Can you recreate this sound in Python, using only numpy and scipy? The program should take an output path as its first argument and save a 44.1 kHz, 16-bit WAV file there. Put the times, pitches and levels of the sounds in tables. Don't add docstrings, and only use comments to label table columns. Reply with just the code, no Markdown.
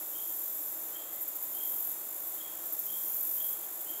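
import sys
import numpy as np
from scipy import signal
from scipy.fft import rfft, irfft
from scipy.io import wavfile
from scipy.ndimage import uniform_filter1d

SR = 44100
rng = np.random.default_rng(int(sys.argv[2]) if len(sys.argv) > 2 else 0)


def materialize(psi):
    bounded = np.clip(np.atleast_2d(psi).T, -1, 1)
    quanta = np.round(bounded * 32767).astype(np.int16)
    wavfile.write(sys.argv[1], SR, quanta)


N = 176400


def katydids():
    # start and end in seconds, strokes per second, relative level in dB,
    # swell and fade in seconds.
    buzzes = [(.0138, 1.03, 44.9, -5.5, .4, .4), (1.4825, 1.932, 46.15, -.8, .2, .01),
              (2.9099, 3.548, 46.65, .3, .27, .02)]
    # start in seconds, length in seconds, level in dB.
    ticks = [(1.128, 0.015, -37), (1.15, .014, -41), (1.186, 0.044, -41.5), (1.209, 0.031, -38),
             (1.277, 0.015, -33.5), (1.355, 0.013, -34), (1.425, 0.019, -34), (2.27, .016, -37),
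             (2.344, .012, -37), (2.656, .02, -36), (2.723, .019, -32), (2.790, .013, -31),
             (2.857, 0.011, -32), (3.806, 0.016, -38), (3.902, 0.011, -36)]
    buzz_db, swell_from_db, opening_db = -34.5, -7.5, -9
    closing_width = .19
    t, force = clock(), np.zeros(N)
    for start, end, rate, db, swell, fade in buzzes:
        cycle = ((t - start) * rate + .5) % 1 - .5
        closing = np.exp(-.5 * (cycle / closing_width) ** 2)
        opening = undb(opening_db) * (2 * cycle) ** 2
        stroke = closing + opening
        effort = undb(buzz_db + db + swell_from_db * np.clip(1 - (t - start) / swell, 0, 1))
        singing = (t > start - .5 / rate) * np.clip((end - t) / fade, 0, 1) ** .5
        force += stroke / np.sqrt(np.mean(stroke ** 2)) * effort * singing
    for start, length, db in ticks:
        force += undb(db) * gate(start, length, edge_s=.0015)
    return scatter(stridulate(force), t60_s=.11, wet_db=-5)


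def stridulate(force):
    # frequency in Hz, relative level in dB.
    wing = [(4000, -48), (6500, -28), (8800, -21.5), (10500, -14.5), (11700, -8), (12600, -1), (13900, 0),
            (14800, -3), (15700, -6)]
    tooth_hz, jitter, spread_db = 1450, .16, 2
    timing, strength = rng.standard_normal((N // 10, 2)).T
    at = (np.cumsum(np.exp(jitter * timing)) * SR / tooth_hz).astype(int)
    strikes = np.bincount(at[at < N], undb(spread_db * strength[at < N]), N)
    scrape = .8 * rng.standard_normal(N)
    return force * unit(colour(unit(strikes) + scrape, wing))


def chorus(count=4):
    # frequency in Hz, relative level in dB.
    spectrum = [(3000, -43), (4700, -34), (5600, -26.5), (6500, -15), (8500, -12.5), (9400, -9.5),
                (10800, -4.5), (12600, 2), (13800, 2), (15700, -3)]
    # time in seconds, level in dB.
    levels = [(0, -38), (.3, -36), (.9, -38.5), (1.06, -40.5), (1.35, -39), (1.6, -36.5), (2, -37.5),
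              (2.3, -36.5), (2.46, -39.5), (2.62, -38.5), (2.9, -35.5), (3.5, -36.5), (3.7, -38),
              (4, -37.5)]
    stroke_hz, depth = 52, .45
    hiss = 0
    for _ in range(count):
        rate = stroke_hz * np.exp(.18 * rng.uniform(-1, 1) + .0389 * walk(4.2))
        flutter = 1 + depth * np.sin(2 * np.pi * (np.cumsum(rate) / SR + rng.random()))
        hiss += flutter * rng.standard_normal(N)
    return unit(colour(hiss, spectrum)) * curve(levels)


def cricket():
    # start in seconds, pitch in Hz, level in dB.
    chirps = [(.116, 3205, -48), (.917, 3215, -46.5), (1.534, 3220, -45.3), (2.366, 3270, -47),
              (2.859, 3245, -45.2), (3.364, 3245, -45.2), (3.853, 3190, -46.5)]
    # delay in seconds, pitch offset in Hz, relative level in dB.
    pulses = [(.019, -105, -8.5), (.045, -10, 0), (.078, -5, -1.5), (.106, 40, -7)]
    sigma_s, glide_hz_per_s = .0074, 7800
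    rasp, rasp_width_hz = .25, 260
    song, wobble = np.zeros(N), rasp * band(0, rasp_width_hz)
    for start, hz, db in chirps:
        for delay, offset_hz, pulse_db in pulses:
            t = clock() - start - delay
            on = np.abs(t) < 4 * sigma_s
            t = t[on]
            phase = (hz + offset_hz) * t + .5 * glide_hz_per_s * t ** 2 + rng.random()
            envelope = undb(db + pulse_db) * np.exp(-.5 * (t / sigma_s) ** 2)
            song[on] += envelope * np.sin(2 * np.pi * phase + wobble[on])
    return song * (1 + rasp * band(0, rasp_width_hz))


def trills():
    # pitch in Hz, bandwidth in Hz, pulses per second, pulse depth, level in dB.
    voices = [(7110, 620, 55, 0.22, -56), (7550, 610, 75, 0.17, -55), (3547, 320, 52, 0.2, -67)]
    song = 0
    for hz, width, rate, depth, db in voices:
        pulsing = 1 + depth * sine(rate * (1 + .0808 * walk(8)))
        song += undb(db + .44 * walk(6.05)) * unit(band(hz, width) * pulsing)
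    return song


def low_hiss():
    # time in seconds, level in dB.
    levels = [(0, -62.5), (.9, -62), (1.03, -69), (1.35, -66), (1.6, -64.5), (2.3, -64.5), (2.5, -64.5),
              (2.8, -60.5), (3.3, -61), (3.6, -66.5), (4, -65)]
    return band(hz=6010, width_hz=1370) * curve(levels)


def bird():
    start_s, sag_hz_per_s = 1.117, 330
    hz = 2075 - sag_hz_per_s * (clock() - start_s)
    return undb(-62) * gate(start_s, length_s=.1, edge_s=.018) * sine(hz)


def traffic():
    # frequency in Hz, relative level in dB.
    rumble_spectrum = [(25, -22), (50, -26.5), (75, -13.5), (130, -14.5), (210, -8.5), (265, -8.5),
                       (310, -2.5), (410, -1), (490, -2.5), (630, 2), (800, -1.5), (1050, -2.5), (1500, -7),
                       (2600, -12.5), (4500, -15), (9000, -28), (16000, -27)]
    motor_tones = [(102, -13.5), (163.5, -1), (218, -4)]
    # time in seconds, level in dB.
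    motor_levels = [(0, -81.5), (2.7, -80.5), (2.92, -68), (3.3, -68.5), (3.6, -75), (4, -81)]
    drone_levels = [(0, -62.5), (1.3, -63), (2.5, -65), (2.9, -69.5), (4, -69)]
    rumble_db, throb_hz = -54, 7.6
    rumble = unit(colour(rng.standard_normal(N), rumble_spectrum)) * undb(rumble_db + .5 * walk(5.72))
    speed = 1 + .00608 * walk(8)
    motor = sum(undb(db + walk(8.7)) * sine(hz * speed) for hz, db in motor_tones)
    throb = 1 + .5 * sine(throb_hz * (1 + .225 * walk(5.24)))
    drone = unit(band(hz=325.4, width_hz=33.5) * throb)
    return rumble + drone * curve(drone_levels) + motor * curve(motor_levels)


def scatter(x, t60_s, wet_db):
    tail = rng.standard_normal(N) * np.exp(-np.log(1000) * clock() / t60_s)
    return x + undb(wet_db) * signal.fftconvolve(x, tail / np.linalg.norm(tail))[:N]


def undb(db):
    return 10 ** (np.asarray(db) / 20)


def unit(x):
    return x / np.std(x)


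def clock():
    return np.arange(N) / SR


def sine(hz):
    return np.sin(2 * np.pi * np.cumsum(hz) / SR)


def curve(points):
    return undb(np.interp(clock(), *np.array(points).T))


def colour(x, points):
    hz, db = np.array(points).T
    bin_hz = np.arange(N // 2 + 1) * SR / N
    gain = undb(np.interp(np.log(bin_hz + 1), np.log(hz), db))
    return irfft(rfft(x) * gain, N)


def band(hz, width_hz):
    detune = (np.arange(N // 2 + 1) * SR / N - hz) / width_hz * 2
    return unit(irfft(rfft(rng.standard_normal(N)) / (1 + detune ** 4) ** .5, N))


def walk(rate_hz):
    hold = int(SR / rate_hz)
    steps = np.repeat(rng.standard_normal(N // hold + 2), hold)
    return unit(uniform_filter1d(uniform_filter1d(steps, hold), hold)[:N])


def gate(start_s, length_s, edge_s):
    t = clock() - start_s
    return np.clip(t / edge_s + .5, 0, 1) * np.clip((length_s - t) / edge_s + .5, 0, 1)


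def scene():
    trees_t60_s = .75
    callers = scatter(cricket(), trees_t60_s, wet_db=-1.5) + scatter(bird(), trees_t60_s, wet_db=-10)
    mono = katydids() + chorus() + low_hiss() + trills() + callers + traffic()
    return np.array([mono, mono])


def record(dry):
    top_hz = 15650
    return signal.sosfilt(signal.ellip(14, .1, 80, top_hz, fs=SR, output="sos"), dry)


dry = scene()
out = record(dry)
materialize(out)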